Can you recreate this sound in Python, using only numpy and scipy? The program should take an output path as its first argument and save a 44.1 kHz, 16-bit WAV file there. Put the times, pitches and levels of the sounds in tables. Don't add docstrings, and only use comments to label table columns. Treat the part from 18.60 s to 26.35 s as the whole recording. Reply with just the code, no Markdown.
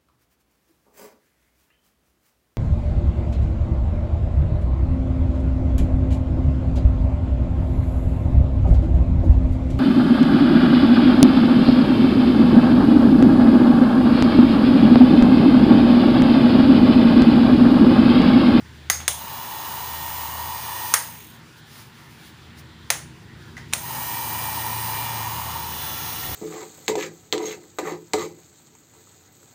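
import sys
import numpy as np
from scipy import signal
from scipy.fft import rfft, irfft, next_fast_len
from scipy.io import wavfile
from scipy.ndimage import uniform_filter1d

SR = 44100
rng = np.random.default_rng(int(sys.argv[2]) if len(sys.argv) > 2 else 0)


def to_wav(sig):
    pcm = np.clip(np.atleast_2d(sig), -1, 1) * 32767
    pcm = np.round(pcm).astype(np.int16)
    wavfile.write(sys.argv[1], SR, pcm.T)


N = 341775
TIME = np.arange(N) / SR
HZ = np.maximum(np.arange(N // 2 + 1) * SR / N, 1)

# on in seconds, off in seconds.
POWER_S = [(.479, 2.339), (5.135, 9)]
# multiple of shaft speed, relative dB from side, intake, nozzle.
SHAFT_ORDERS = [(6, -62, -52, -51), (7, -53, -45, -53), (8, -55, -54, -58), (9, -49, -58, -55),
                (11, -66, -56, -55), (13, -64, -61, -56), (14, -57, -54, -62), (15, -50, -49, -49),
                (19, -56, -47, -60), (20, -60, -54, -65), (27, -59, -58, -58), (28, -57, -53, -48),
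                (37, -57, -56, -61), (41, -56, -60, -61), (45, -61, -54, -52), (46, -63, -57, -59),
                (48, -61, -55, -57), (52, -59, -57, -57), (53, -56, -53, -56), (56, -61, -56, -62),
                (67, -58, -58, -59), (68, -59, -49, -60), (69, -60, -50, -63), (70, -62, -53, -63),
                (71, -57, -59, -58), (84, -61, -57, -57), (89, -69, -53, -62), (93, -63, -54, -64),
                (98, -66, -54, -64), (106, -59, -57, -62)]


def undb(db):
    return 10 ** (np.asarray(db) / 20)


def curves(table):
    times_s, *columns = np.transpose(table)
    return [np.interp(TIME, times_s, column) for column in columns]


def spectrum(table, column=1):
    rows = np.array(table)
    return np.interp(np.log(HZ), np.log(rows[:, 0]), rows[:, column])


def bell(hz, width_hz, db):
    return db / (1 + (2 * (HZ - hz) / width_hz) ** 2)


def colour(x, db):
    size = next_fast_len(N)
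    gain = undb(np.interp(np.arange(size // 2 + 1) * SR / size, HZ, db))
    return irfft(rfft(x, size) * gain, size)[:N]


def ring(x, db, size=2048):
    gain = undb(np.interp(np.arange(size // 2 + 1) * SR / size, HZ, db))
    cepstrum = irfft(np.log(gain))
    cepstrum[1:size // 2] *= 2
    cepstrum[size // 2 + 1:] = 0
    return signal.oaconvolve(x, irfft(np.exp(rfft(cepstrum))))[:len(x)]


def white(count=N):
    return rng.standard_normal(count) * np.sqrt(SR / 2)


def unit(x):
    return x / np.std(x)


def walk(rate_hz):
    points = uniform_filter1d(rng.standard_normal(1024), 2) * np.sqrt(2)
    return 1.2 * np.interp(TIME * rate_hz, np.arange(len(points)), points)


def swells(table):
    return sum(undb(db) * np.exp(-2 * ((TIME - middle_s) / length_s) ** 2)
               for middle_s, length_s, db in table)


def blend(views, dbs):
    return sum(weight * undb(db) for weight, db in zip(views, dbs))


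def since_on(decay_s):
    return sum((TIME >= on_s) * np.exp(-np.maximum(TIME - on_s, 0) / decay_s) for on_s, _ in POWER_S)


def hiss():
    # frequency in Hz, relative level in dB.
    floor = [(30, -102), (450, -88), (650, -91.5), (1000, -86), (1400, -89.5), (1900, -88), (2600, -88.5),
             (3600, -88.5), (6500, -100), (10000, -105), (13000, -113), (16000, -115)]
    # centre in Hz, width in Hz, gain in dB.
    peaks = [(910, 110, 2.5), (1440, 120, 5), (1780, 450, 5), (5220, 150, -2)]
    edges_hz = [0, 450, 650, 850, 1100, 1400, 1750, 2200, 3000, 4500, SR]
    bins = rfft(white()) * undb(spectrum(floor) + sum(bell(*peak) for peak in peaks) - .46)
    return sum(irfft(bins * (HZ >= lo) * (HZ < hi), N) * undb(1.9 * walk(18))
               for lo, hi in zip(edges_hz, edges_hz[1:]))


def rumble():
    # frequency in Hz, relative level in dB.
    shape = [(20, -28.5), (40, -18), (62, -4), (100, 1.5), (130, 6), (165, 4.5), (200, -5.5), (236, 3.5),
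             (275, -11.5), (315, -3.5), (400, -8), (600, -26), (1500, -28), (16000, -91)]
    # centre in Hz, width in Hz, gain in dB.
    modes = [(137, 7.3, 4), (167, 5.2, 2), (226, 14, 2), (315.5, 9.3, 6.5)]
    # time in seconds, level in dB.
    level = [(1.8, -48), (3, -49.5), (4.1, -46.5), (5.4, -43)]
    noise = unit(colour(white(), spectrum(shape) + sum(bell(*mode) for mode in modes)))
    return noise * undb(curves(level)[0])


def hums():
    # time in seconds, relative level in dB.
    lower = [(0, -50), (.38, -41), (.9, -57), (1.3, -46), (1.8, -44.5), (2.6, -61.5), (3.35, -68),
             (4, -47.5), (4.4, -56), (5.7, -47), (7.25, -44), (7.6, -48)]
    upper = [(0, -52), (1, -58.5), (2.1, -46.5), (2.8, -64.5), (5.2, -50), (5.75, -41.5), (6.62, -35),
             (7.2, -53)]
    out = 0
    for hz, level in [(80.5, lower), (111.5, upper)]:
        rms = undb(curves(level)[0] - 1 + 1.2 * walk(8))
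        cycles = np.cumsum(hz * (1 + .0224 * walk(15))) / SR
        out += rms * np.sqrt(2) * np.sin(2 * np.pi * cycles)
    return out


def room(tone_hz=7634, tone_db=-67):
    return rumble() + hiss() + hums() + undb(tone_db) * np.sin(2 * np.pi * tone_hz * TIME)


def fingers():
    # frequency in Hz, level in dB per Hz.
    skin = [(200, -105), (800, -92), (2000, -94.5), (5000, -91.5), (7500, -97), (10500, -95.5),
            (13000, -103), (16000, -102)]
    # middle in seconds, length in seconds, gain in dB.
    slides = [(2.982, 0.033, -1), (3.18, 0.13, 5), (3.52, 0.22, -2.5), (3.67, 0.071, 0.5),
              (3.988, 0.031, 5)]
    slip_db = 1.5 * walk(40)
    return colour(white(), spectrum(skin)) * swells(slides) * undb(slip_db)


def buffeting():
    # middle in seconds, length in seconds, level in dB.
    gusts = [(6.43, .07, -49), (7.55, .4, -61), (7.7, .1, -37.5)]
    eddy_db = spectrum([(15, -35), (60, 3), (130, -1), (400, -13), (2000, -50), (16000, -88)])
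    return unit(colour(white(), eddy_db)) * swells(gusts) * undb(2 * walk(20))


def switch(count=24000, click_t60_s=.008, echo_rise_s=.006):
    # start in seconds, relative level in dB, t60 in seconds,
    # echo gain in dB, then gain in dB at each shell mode.
    snaps = [(0.2998, -59.5, 0.031, -11.5, 2, 6.6, 11, 2, 7.5, 19.4, 4, -7.5, 15),
             (.402, -76.5, 0.024, -1.5, 3, 6.4, 5, 6, -8, 9.1, -6, -2, -2),
             (.4795, -54, 0.031, -13, 4, 1, 2, 6.5, -2.5, 9.7, 2.5, 7, 4.5),
             (2.3391, -54, 0.035, -13.5, -9, 11.7, 8, 1.5, 4, 8.5, 4, 2, 13),
             (4.303, -52.5, 0.036, -12, 1.5, 2.5, 7.5, -1, -3.5, 6.5, -1, 3, 1),
             (4.968, -83.5, 0.056, 0, -5, 7.9, 17, 1, 4, 1.1, -6, 2, -11),
             (4.978, -78.5, 0.062, -9, 1, 7.1, 13, -3, -6, 3, -9, -3, -16.5),
             (5.1273, -71.5, 0.027, -2.5, 3, 7.7, 9, -2, -2, 9.2, -6, 6, -3),
             (5.135, -53, 0.028, -13.5, -0.5, 0.5, -3, -1.5, -7, 3, 5.5, 3.5, -5)]
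    # centre in Hz, width in Hz.
    shell = [(760, 510), (1250, 1530), (1950, 500), (3400, 770), (4900, 780), (6480, 510), (8750, 1400),
             (9700, 1200), (12500, 7800)]
    # frequency in Hz, gain in dB.
    snap_shape = [(100, -23), (300, -16), (500, -1.5), (900, 1), (2700, 0), (5500, 1), (10000, 0.5),
                  (13500, -15.5), (16000, -7.5)]
    # nominal frequency in Hz, t60 in seconds.
    room_decay = [(400, 0.35), (1500, 0.3), (6000, 0.34), (14000, 0.27)]
    edges_hz = [0, 900, 3000, 10000, SR]
    bin_hz = np.arange(count // 2 + 1) * SR / count
    out, t = np.zeros(N + count), np.arange(count) / SR
    for start_s, db, t60_s, echo_db, *mode_dbs in snaps:
        crack = white(count) * (undb(-60 * t / t60_s) + 1.1 * undb(-60 * t / click_t60_s))
        echo_bins = rfft(white(count))
        tail = sum(irfft(echo_bins * (bin_hz >= lo) * (bin_hz < hi)) * undb(-60 * t / room_t60_s)
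                   for lo, hi, (_, room_t60_s) in zip(edges_hz, edges_hz[1:], room_decay))
        echo = undb(echo_db) * tail * (1 - np.exp(-t / echo_rise_s))
        shell_db = sum(bell(*mode, mode_db) for mode, mode_db in zip(shell, mode_dbs))
        start = int(start_s * SR)
        out[start:start + count] += ring(crack + echo, spectrum(snap_shape) + shell_db + db - 1.5)
    return out[:N]


def throttle(spin_up_s=.068, coast_s=.48):
    share = np.zeros(N)
    for on_s, off_s in POWER_S:
        rise = 1 - np.exp(-np.maximum(TIME - on_s, 0) / spin_up_s)
        share += rise * np.clip(1 - (TIME - off_s) / coast_s, 0, 1) ** 1.05
    return share


def rattle(turns, patterns=4, size=4096):
    order = np.arange(size // 2 + 1)
    heard = (order > 9) & (order < 130) & ~np.isin(order, np.array(SHAFT_ORDERS)[:, 0])
    out = 0
    for _ in range(patterns):
        bumps = irfft(rfft(rng.standard_normal(size)) * heard)
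        out += walk(2.5) * np.interp(turns % 1 * size, np.arange(size), bumps)
    return unit(out) * np.sqrt(SR / 2)


def motor(turns, share, views):
    # frequency in Hz, relative level in dB.
    brush = [(200, -105), (1000, -105), (2300, -83), (4000, -92), (6000, -89.5), (9000, -86),
             (12000, -86.5), (15500, -86)]
    # centre in Hz, width in Hz, gain in dB.
    can = [(3530, 170, 5), (4630, 120, -2.5), (5076, 56, 14), (5720, 60, 11), (6470, 400, 11),
           (6970, 160, 4.5), (8400, 430, 8), (9440, 240, 2.5), (10280, 200, 2.5)]
    # gain in dB from side, intake, nozzle.
    scrape_db = (-2, 0, -2)
    clatter_db = (-1.5, 4, .5)
    gaps = 1 + .25 * np.cos(2 * np.pi * turns) + .35 * np.cos(2 * np.pi * turns * 4)
    scrape = white() * gaps * np.sin(np.pi / 2 * share) * blend(views, scrape_db)
    clatter = rattle(turns) * share ** 11 * blend(views, clatter_db)
    return colour(scrape + clatter, spectrum(brush) + sum(bell(*mode) for mode in can))


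def whine(turns, share, views):
    out = 0
    for order, *dbs in SHAFT_ORDERS:
        flutter = np.interp(order, [8, 30], [.5, .25]) * walk(14)
        amplitude = np.sqrt(2) * blend(views, dbs) * (1 + flutter) / np.sqrt(1 + np.var(flutter))
        treble_db = np.interp(order, [15, 28], [0, 1.3])
        out += amplitude * undb(treble_db) * np.sin(2 * np.pi * (order * turns + rng.random()))
    return out * share ** 18


def airflow(share, views):
    # frequency in Hz, dB per Hz from side, intake, nozzle.
    air = [(99, -87.5, -95, -78), (300, -82.5, -76.5, -76.5), (550, -77.5, -77, -76), (1150, -71, -75, -76),
           (2150, -87, -81.5, -77.5), (3580, -84.5, -81.5, -77.5), (5300, -88, -84.5, -82.5),
           (7000, -92, -85, -83.5), (9500, -93.5, -77.5, -78), (11900, -104, -77.5, -78),
           (15500, -82.5, -77, -76)]
    # centre in Hz, width in Hz, gain in dB from side, intake, nozzle.
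    barrel = [(927, 259, 17, 19.8, 10.7), (1330, 130, 0.5, 2.7, 5.6), (1867, 210, 12, 14.2, 6.7),
              (2410, 160, 3.5, 5, 1.3), (2925, 320, 15, 11.3, 7.2), (4025, 400, 11, 8.9, 8.4),
              (4850, 250, 4, 6, 3.9), (5030, 250, 5, 8, 5.2), (6130, 280, -4, 6, 6.5),
              (6170, 350, -3.5, 3, 3.3), (8570, 240, -2, 11, 2.3)]
    eddies = white() * undb(.6 * walk(25)) * share ** 2.74
    out = 0
    for k, weight in enumerate(views):
        modes_db = sum(bell(hz, width_hz, dbs[k]) for hz, width_hz, *dbs in barrel)
        out += weight * colour(eddies, spectrum(air, column=k + 1) + modes_db)
    return out


def dryer(shaft_hz=124.03, surge_db=8.5):
    # time in seconds, aspect (-1 nozzle, 0 side, 1 intake).
    aspect = [(1.5, -0.31), (1.9, 0.23), (2.3, 0.88), (6.25, 0.94), (6.5, 0.49), (6.8, 0.024),
              (7.08, -0.45), (7.22, -1)]
    # time in seconds, gain in dB of air, motor noise, tones.
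    movement = [(.9, -0.9, -0.5, -2), (1.8, -0.7, 1.5, -0.6), (2.3, -1.1, -0.5, 1), (5.55, 0, -2, -.5),
                (6.2, 1, -1, 0.5), (6.5, 2, -3, 3), (6.8, .5, 4.5, 2), (7.1, -.5, 4, -1.5),
                (7.35, 0, -4, 2.5), (7.75, 0, 1, 1.5)]
    share = throttle()
    creep = .015 * since_on(decay_s=.45)
    tremble = .0003 * walk(6) + .000472 * walk(40)
    turns = np.cumsum(shaft_hz * share * (1 - creep + tremble)) / SR
    facing = np.clip(curves(aspect)[0], -1, 1)
    views = [1 - abs(facing), np.maximum(facing, 0), np.maximum(-facing, 0)]
    air_db, motor_db, tones_db = curves(movement)
    motor_db += surge_db * since_on(decay_s=.13)
    return (airflow(share, views) * undb(air_db)
            + motor(turns, share, views) * undb(motor_db)
            + whine(turns, share, views) * undb(tones_db))


def scene():
    return (dryer() + switch() + fingers() + room() + buffeting())[None]


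def record(dry, drive=1.2, top_hz=15500):
    port_db = bell(14700, 600, 10.5) + bell(15280, 600, 10.5) + bell(7940, 433, -7)
    rounded = np.tanh(drive * ring(dry[0], port_db)) / drive
    lowpass = signal.ellip(12, .2, 70, top_hz, fs=SR, output="sos")
    return signal.sosfilt(lowpass, rounded)[None]


dry = scene()
out = record(dry)
to_wav(out)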